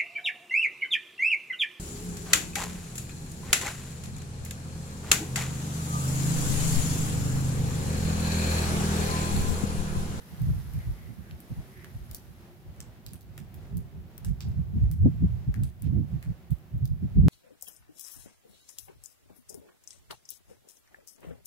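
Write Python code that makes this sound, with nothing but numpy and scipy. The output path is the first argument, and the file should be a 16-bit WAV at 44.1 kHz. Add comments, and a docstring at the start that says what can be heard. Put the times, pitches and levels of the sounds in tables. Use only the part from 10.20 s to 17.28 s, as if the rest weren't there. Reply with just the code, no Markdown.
"""Puffs of wind buffet two microphone ports beside a house: low turbulence whose level and pitch ride the
airflow. Small sharp ticks, likely meltwater dripping on ice, are short coloured clicks that echo off the wall.
A soft rustle of snow, swells of filtered noise, fades after two seconds; a few quiet scuffs go with it, and
later a soft burst of noise trails a drip. Behind lies a quiet neighbourhood of coloured noise with a faint,
wavering, far-off moan."""
import sys
import numpy as np
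from scipy import signal
from scipy.fft import rfft, irfft
from scipy.io import wavfile
from scipy.ndimage import uniform_filter1d, map_coordinates

SR = 44100
rng = np.random.default_rng(int(sys.argv[2]) if len(sys.argv) > 2 else 0)


def store_wav(level_fs):
    """Save 16-bit WAV to argv[1]."""
    pcm = np.round(np.clip(np.atleast_2d(level_fs), -1, 1) * 32767)
    wavfile.write(sys.argv[1], SR, pcm.T.astype(np.int16))


N = 312404
T = np.arange(N) / SR  # time [s]
HZ = np.fft.rfftfreq(N, 1 / SR)  # frequency of each spectral bin

# neighbourhood noise, its spectrum: (frequency [Hz], relative density [dB])
AIR_COLOUR = [(25, -20.5), (60, -1.5), (170, 5), (280, -4.5), (500, -10.5), (720, -10.5), (1000, -16),
              (2000, -19), (4000, -25.5), (8000, -31.5), (16000, -37)]
# neighbourhood noise, its middle level: (time [s], level [dB])
AIR_LEVEL = [(0, -52), (1.6, -53), (2.7, -54.5), (7.08, -56.5)]
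# how alike the neighbourhood is left and right: (frequency [Hz], correlation [0 to 1])
AIR_LIKENESS = [(40, 1), (150, 1), (380, 0.89), (700, 0.58), (1300, 0.055), (16000, 0.013)]
# swells of a faint far moan: (time [s], level [dB], length [s], pitch [Hz])
MOAN_SWELLS = [(1.201, -61.5, 0.26, 348), (1.621, -57.5, 0.16, 372), (2.252, -64, .2, 337),
               (3.551, -58, .12, 385), (3.721, -63, 0.1197, 410), (3.9, -61.5, 0.12, 350)]
MOAN_HZ, MOAN_DB, WAVER_HZ = 361.3, -69, 32  # the moan between swells, and how fast it wavers

# swells of rustling snow: (time [s], fine fizz level [dB], length [s], coarser scrape level [dB])
RUSTLE_SWELLS = [(0.333, -59.5, 0.89, -62), (1.616, -65, 1.1, -67.5)]
# spectrum of the fine fizz: (frequency [Hz], relative density [dB])
FIZZ_COLOUR = [(1500, -23), (3000, -2), (5500, -1.5), (8000, -6.5), (11500, 2), (14000, -3), (16000, -12.5)]
# spectrum of the coarser scrape: (frequency [Hz], relative density [dB])
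SCRAPE_COLOUR = [(300, -25), (700, -5), (1200, 2.5), (2000, 0.5), (3000, -10), (6000, -26)]
# soft bursts of noise, the first four scuffs on the snow, the last trailing a drip: # (time [s], peak level
# [dB], length [s], centre [Hz], band step [octaves])
SOFT_BURSTS = [(.62, -59, 0.06, 1980, 0.24), (0.835, -64, 0.15, 2010, 0.17), (1.076, -63, 0.1, 1688, 0.31),
               (1.611, -58.5, 0.13, 1938, 0.22), (5.655, -61, 0.051, 2206, 1.04)]
FLICKER_DB = 0.4  # rms of the slow flicker of the rustle

# drips: (time [s], level before colouring [dB], brightness [dB per octave], ring pitch [Hz],
#         left-right balance in the top treble [dB], yard echo before the wall and tail trims [dB])
DRIP_HITS = [(0.2190, -26.5, .7, 13500, 5, -16), (0.5348, -35, -2.5, 13000, 1, -1),
             (1.1110, -26.5, -4, 2880, -2, -19), (1.2037, -30.5, 1.5, 10500, 0, -13),
             (1.6450, -23, -2.5, 1920, 3, -14), (1.9130, -23, 7.5, 4084, 2.5, -13),
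             (1.9474, -16.5, 9, 4310, 1, -12), (2.6043, -19.5, -0.5, 7290, 1, -15),
             (2.8643, -19.5, 2, 4085, 2, -12.5), (2.9340, -24, .8, 12840, 5, -9.5),
             (3.0094, -36, 6.5, 4085, 2, -6), (3.1786, -18.5, 1.5, 1900, -5, -11.5),
             (3.3427, -32.5, -0.1, 13240, 2, -8), (3.571, -27.5, 3.3, 13580, 5, -10),
             (3.9800, -22.5, 0, 14020, 17, -18), (4.0476, -19, -3, 10460, -2, -10.5),
             (4.2061, -22, -3, 4690, -1.5, -5.5), (4.286, -38, -1, 12950, 1, -13),
             (4.7141, -24, 1, 11980, 3, -10), (5.3420, -20, -2.6, 1700, -18.5, -12.5),
             (5.4354, -22, -2.7, 9800, 2, -11), (5.6222, -28.5, 3.5, 11100, 12, -18),
             (6.0270, -24, -.5, 1890, 1, -9), (6.3063, -35, -1, 12570, 4, -3),
             (6.6550, -24, 6.5, 3808, 6, -14)]
# colour shared by all drips: (frequency [Hz], gain [dB])
DRIP_COLOURING = [(100, -36), (600, -19.5), (1300, -3.5), (15000, -4), (17000, -8)]
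# brightness tilts the spectrum between the outer two, about the middle one: (low, pivot, top [Hz])
BRIGHTNESS_HZ = [1800, 5400, 12500]
# echoes off ground, wall and steps: (delay [s], level against the wall echo [dB])
YARD_ECHOES = [(.0016, 2.5), (.0076, -2), (.0092, -11.5), (0.02, -5.5)]
RING_DB, RING_OCTAVES = 9.5, 0.61  # height and half-width of the broad ring of a drop
RIPPLE_DB = 1.2  # rms unevenness of a drop's spectrum
LUMPY_DB = 5.5  # rms unevenness of the echo tail
# farther drips fall at random; their echo comes before the wall and tail trims
FAINT_DRIPS_PER_S, FAINT_DRIP_DB, FAINT_ECHO_DB = 1.5, -44.5, -13.5

# stronger puffs: (time [s], peak level [dB], length [s], eddy pitch [Hz], left-right balance [dB])
STRONG_PUFFS = [(0.134, -39, 0.028, 124.8, -4), (0.23, -23.5, 0.048, 105, -4), (0.298, -21, .049, 112.1, 1),
                (0.365, -28.5, .057, 100.7, -4.5), (0.569, -27, 0.049, 100.6, -2.5),
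                (0.69, -24.5, 0.047, 81.8, -2), (0.905, -38, 0.04, 144.6, -9.5),
                (0.998, -38, 0.035, 140.5, -10), (1.133, -39, .041, 110.4, 0),
                (1.319, -29, 0.022, 120.4, -5), (1.386, -30, 0.026, 115.2, -2),
                (1.758, -30.5, 0.018, 90.45, -3), (1.816, -37, 0.033, 84.8, -4.5),
                (1.911, -38, 0.038, 95.3, -4), (2.489, -40, .042, 99.8, -1), (2.944, -41, 0.037, 158.6, -6),
                (3.215, -39.5, 0.036, 141.3, -12), (3.564, -28.5, 0.065, 117.7, -5),
                (3.79, -38, 0.044, 114.5, -3), (4.096, -23, 0.054, 105.3, -7),
                (4.287, -28, 0.067, 111.5, -2), (4.393, -23.5, 0.048, 109, -5.5),
                (4.569, -23, 0.041, 130.4, 1), (4.633, -14.5, 0.036, 86.13, -4),
                (4.825, -16.5, .044, 100, -0.5), (4.864, -15, 0.034, 167.9, 1),
                (5.041, -16.5, 0.0401, 130.2, 0.5), (5.13, -27, 0.062, 84.9, -6),
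                (5.29, -19, .024, 101, -1), (5.414, -23, 0.0758, 117.7, -4), (5.677, -23, 0.059, 130, -9),
                (5.773, -21, 0.088, 145, -7), (5.947, -26, 0.05, 119.9, -6), (6.093, -25.5, .04, 119.1, -4),
                (6.322, -19.5, .022, 111.9, -10), (6.556, -25, 0.037, 112.8, -1.5),
                (6.634, -21, 0.034, 98.5, -4), (6.718, -23.5, .039, 101.9, -4.5),
                (6.844, -24, 0.035, 145.3, -1.5), (6.987, -11.5, .037, 120, -4),
                (7.058, -13, .057, 123.9, -1)]
# light airflow between the puffs: (time [s], level before the breeze trim [dB])
BREEZE_LEVEL = [(0.0, -56), (0.12, -52.5), (0.43, -40), (1.08, -50.5), (2.84, -51), (3.63, -44),
                (3.94, -48), (4.75, -28.5), (5.32, -37.5), (5.5, -47), (5.92, -39), (6.13, -51.5),
                (6.56, -49.5), (6.68, -39.5), (7.08, -31.5)]
# spectrum of the low turbulence at its reference pitch: (frequency [Hz], relative density [dB])
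BUFFET_COLOUR = [(15, -41), (28, -10), (55, 2.5), (110, 2.5), (165, -2), (240, -20.5), (380, -41.5),
                 (700, -80.5)]
BUFFET_HZ = 110  # reference pitch of the turbulence
# spectrum of the finer flutter: (frequency [Hz], relative density [dB])
FLUTTER_COLOUR = [(100, -21.5), (200, -1), (300, 10), (500, -11), (750, -23.5), (1100, -39), (2500, -77.5)]
# the deepest eddies favour the right port: (frequency [Hz], left-right balance [dB])
PORT_EXPOSURE = [(50, -8), (80, 1), (130, -4), (260, 0.5)]
GUSTY_DB = 1.8  # rms wander of the breeze
# a puff of HARD_DB at BUFFET_HZ flutters FLUTTER_DB against its own level; harder, faster puffs flutter more
HARD_DB, FLUTTER_DB, FLUTTER_DB_PER_DB, FLUTTER_DB_PER_OCTAVE = -13, -28, 0.33, 32.5
# small puffs come at random, from nothing to SMALL_PUFF_DB above the breeze
SMALL_PUFFS_PER_S, SMALL_PUFF_DB, SMALL_PUFF_S = 6, 8, 0.03042

# spectrum of the microphone hiss: (frequency [Hz], relative density [dB])
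HISS_COLOUR = [(500, 5), (3000, 2.5), (8000, -17), (11000, 6), (13000, 3.5), (16000, 7)]
# resonances of the left port: (frequency [Hz], width [Hz], gain [dB])
LEFT_PORT_RINGS = [(13720, 260, 7), (14690, 220, 9)]
WIND_FILTER_HZ, EDGE_HZ = 45, 15950  # low and high limits of the microphone


def gain_of(db):
    """Decibels to an amplitude factor."""
    return 10 ** (np.asarray(db) / 20)


def evened(x):
    """Scales to rms 1."""
    return x / np.sqrt(np.mean(x ** 2) + 1e-20)


def read(points, hz):
    """Reads a spectrum on a log-frequency axis."""
    f, value = np.transpose(points)
    return np.interp(np.log(hz + 1), np.log(np.abs(f) + 1), value)


def follow(rows):
    """The columns of a curve at every sample."""
    s, *columns = np.transpose(rows)
    return [np.interp(T, s, column) for column in columns]


def spread(pan_db):
    """Left and right gains of constant total power; positive leans left."""
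    pair = gain_of(np.array([[0.5], [-0.5]]) * pan_db)
    return pair / np.sqrt(np.mean(pair ** 2, axis=0))


def bump(s, length):
    """A smooth swell, about 4 dB down at the ends of its length."""
    return np.exp(-np.minimum(2 * ((T - s) / length) ** 2, 20))


def noise(colour, likeness=0.0):
    """Two channels of coloured noise, rms 1, with a given left-right likeness."""
    a, b = rfft(rng.standard_normal((2, N)))
    likeness = np.clip(likeness, -1, 1)
    right = likeness * a + np.sqrt(1 - likeness ** 2) * b
    return evened(irfft(np.array([a, right]) * gain_of(read(colour, HZ)), N))


def wander(rate_hz):
    """A random curve of rms 1, slower for a lower rate."""
    white = rfft(rng.standard_normal(N))
    return evened(irfft(white * np.exp(-(HZ / rate_hz) ** 2), N))


def steadied(x, size):
    """Evens out the slow swells of a noise, so that the airflow sets its level."""
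    power = uniform_filter1d(uniform_filter1d(x ** 2, size), size)
    return x / np.sqrt(np.abs(power) + 1e-6)


def add(mix, s, sound):
    """Mixes a stereo sound in at time s."""
    part = mix[:, max(round(s * SR), 0):][:, :sound.shape[1]]
    part += sound[:, :part.shape[1]]


def far_moan():
    """Narrow noise: a gliding tone whose level and phase waver at random, swelling now and then."""
    power = np.full(N, gain_of(MOAN_DB) ** 2)  # it never quite stops
    pitch = power * MOAN_HZ
    for s, db, length, hz in MOAN_SWELLS:
        swell = (gain_of(db) * bump(s, length)) ** 2
        power = power + swell
        pitch = pitch + hz * swell
    tone = np.exp(2j * np.pi * np.cumsum(pitch / power) / SR)
    waver = wander(WAVER_HZ) + 1j * wander(WAVER_HZ)
    return np.sqrt(power) * evened((tone * waver).real)


def background(patch_db=1.5):
    """Far neighbourhood noise that swells a little, alike in both channels only in the bass, with the moan."""
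    level_db = follow(AIR_LEVEL)[0] + patch_db * wander(4.7)
    air = noise(AIR_COLOUR, read(AIR_LIKENESS, HZ)) * gain_of(level_db)
    return air + far_moan()


def rustle(grain_db=2.5):
    """Dry snow shifts in two long swells of fizz and scrape, with soft scuffs and a later burst in narrower
    bands of noise."""
    fizz_power, scrape_power = np.zeros(N), np.zeros(N)
    for s, fizz_db, length, scrape_db in RUSTLE_SWELLS:
        swell = bump(s, length)
        fizz_power += (gain_of(fizz_db) * swell) ** 2
        scrape_power += (gain_of(scrape_db) * swell) ** 2
    out = np.sqrt(fizz_power) * noise(FIZZ_COLOUR) + np.sqrt(scrape_power) * noise(SCRAPE_COLOUR)
    steps = np.arange(-6, 7)
    for s, db, length, hz, octaves in SOFT_BURSTS:
        # falls 8 dB for each step away from the centre
        band = np.transpose([hz * 2 ** (steps * octaves), -8 * np.abs(steps)])
        out += gain_of(db) * bump(s, length) * noise(band)
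    grains = gain_of(FLICKER_DB * wander(25) + grain_db * wander(2500))
    return grains * out


def causal(db):
    """The shortest click that has this spectrum (minimum phase)."""
    size = 2 * (db.shape[-1] - 1)
    log_gain = np.log(gain_of(np.maximum(db, -100)))
    circle = np.concatenate([log_gain, log_gain[:, -2:0:-1]], axis=1)
    spectrum = np.exp(np.conj(signal.hilbert(circle)))
    return irfft(spectrum[:, :db.shape[-1]], size)


def yard(echo_db, tail_db, t60=0.27, treble_t60=0.15, build_s=0.0051, smear_s=0.00092):
    """The path from one spot to the ports: direct sound, single echoes from the house, a short uneven tail."""
    t = np.arange(SR // 3) / SR
    # echoes come in clumps
    lumps = gain_of(LUMPY_DB * evened(uniform_filter1d(rng.standard_normal(len(t)), size=30)))
    scatter = lumps * rng.standard_normal((2, len(t))) * (1 - np.exp(-t / build_s))
    dull = uniform_filter1d(scatter, size=3)
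    treble = scatter - dull  # air and snow swallow the treble first
    tail = dull * gain_of(-60 * t / t60) + treble * gain_of(-60 * t / treble_t60)
    response = gain_of(tail_db) * tail / np.linalg.norm(tail, axis=1, keepdims=True)
    response[:, 0] += 1  # direct sound
    for delay, db in YARD_ECHOES:
        siding = rng.standard_normal((2, 128)) * np.exp(-t[:128] / smear_s)  # ribbed surfaces smear each echo
        siding /= np.linalg.norm(siding, axis=1, keepdims=True)
        add(response, delay * rng.uniform(0.97, 1.05), gain_of(db + echo_db) * siding)
    return response


def faint_drips():
    """Rows like those of DRIP_HITS for the small far drops."""
    draws = rng.random((int(FAINT_DRIPS_PER_S * N / SR), 3))
    return [(at * N / SR, FAINT_DRIP_DB, 1, 5000 + 9000 * ring, 10 * (side - 0.5), FAINT_ECHO_DB)
            for at, ring, side in draws]


def drip_snap(db, tilt, ring_hz, pan_db):
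    """A drop snaps on the ice: a very short click with one broad resonance."""
    hz = np.fft.rfftfreq(512, 1 / SR)
    low_hz, pivot_hz, top_hz = BRIGHTNESS_HZ
    octaves = np.log2(np.clip(hz, low_hz, top_hz) / pivot_hz)
    ring = RING_DB * np.exp(-(np.log2((hz + 1) / ring_hz) / RING_OCTAVES) ** 2)
    colour = db + tilt * octaves + ring + read(DRIP_COLOURING, hz)
    # every spot of ice has its own colour
    ripple = evened(uniform_filter1d(rng.standard_normal(len(hz)), size=10))
    # the body around the ports shades the sides differently along the treble
    shadow = spread(read([(1500, 3.5), (7500, -6.5), (10500, pan_db)], hz))
    return causal(colour + RIPPLE_DB * ripple + 20 * np.log10(shadow))


def drip_spatter(splash=0.48, splash_s=0.0012, lead_s=0.00019):
    """A first hit, slightly earlier at the left port, over about a millisecond of decaying spatter."""
    t = np.arange(256) / SR
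    spatter = rng.standard_normal((2, len(t))) * np.exp(-t / splash_s)
    spatter *= splash / np.linalg.norm(spatter, axis=1, keepdims=True)
    right_delay = round(lead_s * rng.uniform(0.7, 1.5) * SR)
    spatter[0, 0] += 1
    spatter[1, min(right_delay, len(t) - 1)] += 1
    return spatter


def drips(wet_db=6.5, wall_db=3.0):
    """Each drop's snap is repeated by its spatter, then by the echoes and tail of the yard."""
    out = np.zeros((2, N))
    for s, db, tilt, ring_hz, pan_db, echo_db in [*DRIP_HITS, *faint_drips()]:
        snap = drip_snap(db, tilt, ring_hz, pan_db)
        tick = signal.fftconvolve(snap, drip_spatter(), axes=1)
        path = yard(echo_db + wall_db, echo_db + wet_db)
        add(out, s, signal.fftconvolve(tick, path, axes=1))
    return out


def small_puffs(airflow_db):
    """Rows like those of STRONG_PUFFS, at random moments, riding on the breeze."""
    rows = []
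    for at, size, speed in rng.random((int(SMALL_PUFFS_PER_S * N / SR), 3)):
        db = airflow_db[int(at * N)] + SMALL_PUFF_DB * size
        hz = BUFFET_HZ * 2 ** ((speed - 0.5) / 2)
        rows.append((at * N / SR, db, SMALL_PUFF_S, hz, -4.5))
    return rows


def wind(breeze_db=-1.0, breeze_pan_db=-3.5, calm_hz=106.2, burst_db=3.5):
    """Eddies sweep over the ports: each puff sets their level and pitch, and harder, faster ones flutter more."""
    airflow_db = follow(BREEZE_LEVEL)[0] + breeze_db
    calm = gain_of(airflow_db + GUSTY_DB * wander(13.7)) ** 2
    # each port meets its own eddies
    turbulence = irfft(rfft(noise(BUFFET_COLOUR)) * spread(read(PORT_EXPOSURE, HZ)), N)
    flutter = steadied(noise(FLUTTER_COLOUR) * gain_of(burst_db * wander(170)), size=600)

    power = calm * spread(breeze_pan_db) ** 2
    weight, pitch = calm, calm * calm_hz  # the pitch is averaged by power
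    flutter_power = np.zeros((2, N))
    for s, db, length, hz, pan_db in [*STRONG_PUFFS, *small_puffs(airflow_db)]:
        shape = bump(s, length) ** 2
        sides = spread(pan_db) ** 2
        push = gain_of(db) ** 2 * shape
        power = power + sides * push
        weight = weight + push
        pitch = pitch + hz * push
        flutter_db = db + FLUTTER_DB + FLUTTER_DB_PER_DB * (db - HARD_DB)
        flutter_db += FLUTTER_DB_PER_OCTAVE * np.log2(hz / BUFFET_HZ)
        flutter_power += sides * gain_of(flutter_db) ** 2 * shape ** 2  # squared: keeps to the crest of a puff

    travel = np.cumsum(pitch / weight / BUFFET_HZ)  # how far the turbulence has been carried [samples]
    eddies = np.array([map_coordinates(c, [travel], order=3, mode="wrap") for c in turbulence])
    return np.sqrt(power) * steadied(eddies, size=600) + np.sqrt(flutter_power) * flutter


def scene():
    """Wind on the microphone over the drips, the rustle and the background."""
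    return background() + rustle() + drips() + wind()


def record(dry, hiss_db=-69.0, hiss_pan_db=-19.0, hiss_treble_pan_db=3.0):
    """Microphone hiss, the treble ring of the left port, the wind filter and the band limit."""
    hiss_sides = spread(read([(7000, hiss_pan_db), (11000, hiss_treble_pan_db)], HZ))
    spectrum = rfft(dry) + gain_of(hiss_db) * hiss_sides * rfft(noise(HISS_COLOUR))
    ring_db = sum(db / (1 + (2 * (HZ - hz) / width) ** 2) for hz, width, db in LEFT_PORT_RINGS)
    spectrum[0] *= gain_of(ring_db)
    wind_filter = signal.butter(5, WIND_FILTER_HZ, "high", fs=SR, output="sos")
    filtered = signal.sosfilt(wind_filter, irfft(spectrum, N))
    low_pass = signal.firwin(255, EDGE_HZ, window=("kaiser", 9), fs=SR)
    return signal.oaconvolve(filtered, low_pass[None], "same", axes=1)


dry = scene()
out = record(dry)
store_wav(out)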